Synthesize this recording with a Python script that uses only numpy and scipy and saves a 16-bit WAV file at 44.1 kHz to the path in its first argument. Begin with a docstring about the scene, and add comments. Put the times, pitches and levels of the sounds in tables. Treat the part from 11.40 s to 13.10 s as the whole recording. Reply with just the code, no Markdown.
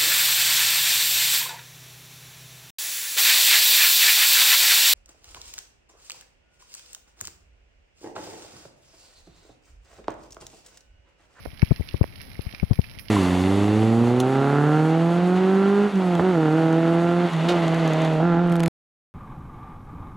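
"""In a canyon, meltwater drips from ice onto rock, mostly to the right of a stereo microphone.
A few drops tick close by, each with a short plink and a fine spray; further off, many small ones
merge into a patter, and the rock face gives both a brief echo. Light wind rumbles on the microphone,
and single eddies thump its ports, mostly the left one."""
import sys
import numpy as np
from scipy import signal
from scipy.io import wavfile

SR = 44100
rng = np.random.default_rng(int(sys.argv[2]) if len(sys.argv) > 2 else 0)


def waveform_to_disk(signal):
    """Save audio, clipped to [-1, 1], as 16-bit WAV at the path in sys.argv[1]."""
    frames = np.transpose(np.atleast_2d(signal))
    scaled = np.clip(frames, -1, 1) * 32767
    samples = np.round(scaled).astype(np.int16)
    wavfile.write(sys.argv[1], SR, samples)


N = 74970

# tone of water landing on rock, near or far (frequency [Hz], level [dB])
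DRIP_SPECTRUM = [(100, -34), (900, -15), (1350, -9.5), (1800, 0), (2250, 1.5), (3000, -4), (4300, -7),
                 (5400, -5), (6200, -19.5), (7100, -35), (8100, -37.5), (9200, -16.5), (10800, -5),
                 (12600, -14.5), (14000, -10.5), (16000, -20.5)]
TICK_TOP_HZ = 11500


def near_drops():
    """Drops strike the rock close to the microphone, each its own mix of body, splash and spray."""
    # (time [s], level [dB], then added to that level: body [dB], splash [dB], spray [dB])
    drops = [(0.0516, -37.5, -6, -12.5, -14.5), (0.194, -39, -2, -5.5, -55),
             (0.2183, -20.5, -8.5, -19.5, -29.5), (0.2462, -43.5, -29, -7, -9),
             (0.36, -31.5, -9, -11.5, -24), (0.4874, -29, -12, -9.5, -53.5), (0.5097, -36.5, -23, -13, -30),
             (0.567, -38.5, -19, -10, -25), (0.6288, -23.5, -14.5, -25, -28.5),
             (0.7571, -33.5, -12.5, -13.5, -24), (0.807, -32, -9, -15, -36), (0.814, -32, -11.5, -12, -16),
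             (0.9151, -35, -9, -15, -23.5), (1.0081, -37, -6, -9, -29), (1.0173, -35.5, -23, -16, -14),
             (1.0919, -35, -10.5, -21, -28), (1.1252, -31.5, -14, -14.5, -34), (1.1468, -22, -11, -18, -46),
             (1.1978, -30, -4, -14, -45), (1.3315, -28.5, -12, -15.5, -21.5), (1.355, -26.5, -17, -22, -25),
             (1.4149, -33, -13, -12, -19.5), (1.441, -31, -6.5, -16, -46), (1.4963, -38, -11, -11, -24),
             (1.5123, -36.5, -10, -12, -21.5), (1.5865, -30.5, -29, -13, -18),
             (1.5931, -26.5, -10, -16.5, -18), (1.683, -30, -11.5, -11.5, -30)]
    # reflections off the nearest stone (delay [s], gain [ratio])
    echoes = [(.0015, .4), (.0026, 0.29), (.0041, .2)]
    drop_db, body_trim_db, splash_trim_db, spray_trim_db = -7.5, 1, 4.5, 1.5
    body_top_hz, splash_top_hz = 3020, 5500
    impact_delay_s, scatter_s = 0.001103, .005
    ring_db, ring_hz, ring_s = -10.5, 2600, 0.00053
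    spray_rise_s, burst_s, mist_s, mist_db = 0.00097, 0.0018, 0.042, 0.5
    out, t = np.zeros(N), np.arange(SR // 10) / SR
    plink = amp(ring_db) * np.cos(2 * np.pi * ring_hz * t) * np.exp(-t / ring_s)
    for s, level_db, body_db, splash_db, spray_db in drops:
        paths = .045 * rng.standard_normal(len(t)) * np.exp(-t / scatter_s)  # scatter off nearby stone
        paths[0] = 1  # direct sound
        for delay, gain in echoes:
            add(paths, delay * rng.uniform(.85, 1.15), np.array([gain]))
        hit = colour(paths + signal.fftconvolve(paths, plink)[:len(t)], DRIP_SPECTRUM)
        body = unit(cut(hit, body_top_hz, "low", order=3))
        splash = cut(hit, body_top_hz, "high", order=3)
        splash = unit(cut(splash, splash_top_hz, "low", order=4))
        # fine droplets thrown up by the impact: a quick burst and a lingering mist
        burst, mist = rng.standard_normal((2, len(t))) * (1 - np.exp(-t / spray_rise_s))
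        burst = unit(cut(burst * np.exp(-t / burst_s), TICK_TOP_HZ, "low", order=4))
        mist = amp(mist_db) * unit(mist * np.exp(-t / mist_s))
        spray = unit(cut(colour(burst + mist, DRIP_SPECTRUM), splash_top_hz, "high", order=6))
        drop = (amp(body_db + body_trim_db) * body
                + amp(splash_db + splash_trim_db) * splash
                + amp(spray_db + spray_trim_db) * spray)
        add(out, s + impact_delay_s, amp(level_db + drop_db) * drop)
    return out


def distant_patter():
    """Many small drops further off: ticks and plinks over a steady wash."""
    # rise and fall of the distant dripping (time [s], level [dB])
    swells = [(0, 0), (.15, -3), (.27, 1.5), (.42, 1.5), (.57, 0.5), (.73, -3), (.84, 2), (.92, -1.5),
              (1.1, 1), (1.28, -1), (1.35, -2.5), (1.47, -0.5), (1.55, -1), (1.61, -5.5), (1.7, -2)]
    tick_db, plink_db, wash_db = -52.5, -52.5, -51.5
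    ticks = cut(impacts(per_s=650), TICK_TOP_HZ, "low", order=3)
    layers = (tick_db, ticks), (plink_db, plinks()), (wash_db, rng.standard_normal(N))
    return level(swells) * sum(amp(db) * unit(colour(x, DRIP_SPECTRUM)) for db, x in layers)


def plinks(per_s=300, low_hz=2025, high_hz=6030, pitches=20, decay_cycles=2.4):
    """Small drops land in wet hollows, each ringing for a few cycles at its own pitch."""
    out, t = np.zeros(N), np.arange(SR // 50) / SR
    for hz in np.geomspace(low_hz, high_hz, pitches):
        ring = np.sin(2 * np.pi * hz * t) * np.exp(-hz * t / decay_cycles)
        out += signal.oaconvolve(impacts(per_s / pitches), ring)[:N]
    return out


def impacts(per_s, spread_db=6):
    """Drops land at random moments, most of them small."""
    sizes = amp(spread_db * np.minimum(rng.exponential(1, N), 3.5)) * rng.choice([-1, 1], N)
    return sizes * (rng.random(N) < per_s / SR)


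def wind_thumps():
    """Eddies hit the microphone: dull thumps on the left, fainter pops with a hollow ring on the right."""
    # eddies at each port (time [s], suction [dB], swell [s], push [dB], push length [s], turbulence [0-1])
    left_eddies = [(.0715, -22, 0.0069, -25.5, 0.013, 0.18), (.1325, -26, 0.00077, -39, 0.0033, 0.37),
                   (.2281, -5.5, 0.00012, -16.5, 0.00051, 0.43), (.2294, -1.5, 0.0016, -2.5, 0.0053, 0.12),
                   (.3104, 0, 0.0011, -14, 0.011, 0.14), (.3127, -11, 0.00068, -10.5, 0.0033, 0.19),
                   (.3184, -1, 0.00092, -3, 0.0047, .04), (.3968, -18, 0.00073, -11.5, 0.0073, 0),
                   (.4089, -10, 0.0018, -21, 0.0025, 0.1), (.5427, -6.5, .0006, -13.5, 0.0019, 0.1),
                   (.5452, -12, 0.0011, -16, .003, 0.15), (.561, -27.5, 0.0045, -39, 0.0081, 0.18),
                   (.6126, 0.5, 0.0013, -6, 0.0067, 0.17), (.652, -23.5, 0.0021, -37, 0.0091, 0.1),
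                   (.88, -26, .002, -39, 0.0029, .05), (.9932, -10, 0.00075, -18, 0.00242, 0),
                   (1.0665, -9.5, 0.0086, -38, 0.0036, 0.06), (1.1378, -44, .002, -23, 0.0026, 0.43),
                   (1.2299, -1, 0.0025, -9.5, 0.0033, 0.05), (1.2349, -7, 0.0013, -9, 0.0056, 0.03),
                   (1.3101, 0, 0.0057, -2.5, 0.0044, 0.05), (1.3183, -12.5, .0027, -8.5, 0.0057, 0.07),
                   (1.3295, -32, 0.00048, -26, 0.0068, 0.75), (1.3903, -5.5, 0.0028, 0, 0.0045, 0.09),
                   (1.574, -25.5, 0.0038, -33, .004, 0.05)]
    right_eddies = [(.0556, -22.5, 0.00076, -42, 0.00096, 0), (.0596, -18.5, 0.00045, -20, .0013, 0.2),
                    (.5575, -34, 0.00093, -46, 0.0016, 0.1), (.6328, -22, 0.00078, -36, 0.0015, 0),
                    (.6408, -23.5, 0.00017, -19.5, 0.00041, 0.2), (.6418, -12.5, 0.00021, -20, 0.002, 0),
                    (1.3175, -26, .0005, -43, .001, .3)]
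    hollow_hz, hollow_q, hollow_db = 604, 3.2, -2
    thumps = buffeting(left_eddies, release_s=0.0024, top_hz=1430)
    pops = buffeting(right_eddies, release_s=0.00017, top_hz=2700)
    hollow = amp(hollow_db) * signal.lfilter(*signal.iirpeak(hollow_hz, hollow_q, SR), pops)
    return np.array([thumps, pops + hollow])


def buffeting(eddies, release_s, top_hz, bass_cut_hz=75.4, bass_cut_q=1.084):
    """The eddies at one port rebound as thumps through the microphone's bass cut."""
    out = np.zeros(N)
    for s, *shape in eddies:
        pressure = eddy(*shape, release_s)
        add(out, s - len(pressure) / 2 / SR, pressure)
    w = 2 * np.pi * bass_cut_hz
    bass_cut = signal.bilinear([1, 0, 0], [1, w / bass_cut_q, w * w], SR)
    return cut(signal.lfilter(*bass_cut, out), top_hz, "low", order=3)


def eddy(suction_db, swell_s, push_db, push_s, turbulence, release_s, swirl_top_hz=722):
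    """Suction builds and lets go at mid-length; a short push of air follows."""
    t = np.arange(-(SR // 20), SR // 20) / SR
    suction = amp(suction_db) * np.exp(np.where(t < 0, t / swell_s, -(t / release_s) ** 2))
    push = amp(push_db) * np.sin(np.pi * np.clip(t / push_s, 0, 1))
    swirl = unit(cut(rng.standard_normal(len(t)), swirl_top_hz, "low", order=3))
    return push - suction + turbulence * swirl * (push + suction) / 2


def rock_face(x, echo_db=-9, t60_s=0.11):
    """The canyon wall adds sparse, quickly dying reflections."""
    t = np.arange(SR // 2) / SR
    taps = rng.standard_normal(len(t)) * (rng.random(len(t)) < 1 / 20) * amp(-60 * t / t60_s)
    return x + amp(echo_db) * signal.fftconvolve(x, taps / np.linalg.norm(taps))[:N]


def canyon_air(left_db=-45.5, right_db=-47.5):
    """Soft wind rumble and canyon air, rising and falling separately at each port."""
    # tone of the air (frequency [Hz], level [dB])
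    left_tone = [(20, -6.5), (50, -2.5), (110, 0.5), (220, -9), (400, -23), (700, -23.5), (1100, -30.5),
                 (2000, -34.5), (5000, -40), (8000, -60)]
    right_tone = [(20, -7.5), (50, 0.5), (100, -7.5), (220, -9), (400, -17), (700, -18.5), (1100, -23),
                  (2000, -25), (5000, -79), (8000, -83)]
    # strength of the wind (time [s], level [dB])
    left_wind = [(0, 1.5), (.18, -6), (0.299, 5.5), (.5, 0.5), (.62, -0.5), (.71, 5.5), (.8, 1.5), (.9, 4),
                 (1.02, -2), (1.199, -2), (1.4, 3), (1.52, 2), (1.7, -2.5)]
    right_wind = [(0, -0.5), (0.301, 0), (.6, -0.5), (.76, -2), (.85, 1.5), (1, 0), (1.12, 0),
                  (1.251, -1.5), (1.421, -4), (1.549, 0.5), (1.7, -2)]
    ports = (left_db, left_wind, left_tone), (right_db, right_wind, right_tone)
    return np.array([amp(db) * level(wind) * unit(colour(rng.standard_normal(N), tone))
                     for db, wind, tone in ports])


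def amp(db):
    """Decibels to gain."""
    return 10 ** (np.asarray(db) / 20)


def unit(x):
    """Scales to rms 1."""
    return x / np.sqrt(np.mean(x ** 2) + 1e-20)


def level(points):
    """Gain over time from (time [s], level [dB]) points."""
    return amp(np.interp(np.arange(N) / SR, *np.transpose(points)))


def add(mix, s, sound):
    """Mixes a sound in at a time."""
    start = round(s * SR)
    part = mix[max(start, 0):max(start + len(sound), 0)]
    part += sound[max(-start, 0):][:len(part)]


def colour(x, points, size=4096):
    """Minimum-phase filter through (frequency [Hz], gain [dB]) points."""
    hz, db = np.transpose(points)
    bin_hz = abs(np.fft.fftfreq(size, 1 / SR))
    log_gain = np.log(amp(np.interp(np.log(bin_hz + 1), np.log(hz), db)))
    response = np.fft.ifft(np.exp(np.conj(signal.hilbert(log_gain)))).real
    return signal.fftconvolve(x, response[:size // 2])[:len(x)]


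def cut(x, hz, kind, order):
    """Low or high pass."""
    return signal.sosfilt(signal.butter(order, hz, kind, fs=SR, output="sos"), x)


def scene():
    """Dripping to the right, wind on both ports; they share the near drops, each has its own patter."""
    # shading of the left port from the dripping (frequency [Hz], gain [dB])
    shade = [(500, 6), (1200, -2.5), (2200, -20), (5400, -21), (11000, -18.5), (15000, -7)]
    near = near_drops()
    left = colour(rock_face(near + distant_patter()), shade)
    right = rock_face(near + distant_patter())
    return np.array([left, right]) + wind_thumps() + canyon_air()


def record(dry, ceiling=.95, top_hz=16100):
    """The recorder rounds off the loudest thumps just under full scale, then cuts the highest treble."""
    rounded = dry / (1 + (dry / ceiling) ** 12) ** (1 / 12)
    band_limit = signal.firwin(511, top_hz, window=("kaiser", 9), fs=SR)
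    return signal.oaconvolve(rounded, band_limit[None], "same")


dry = scene()
out = record(dry)
waveform_to_disk(out)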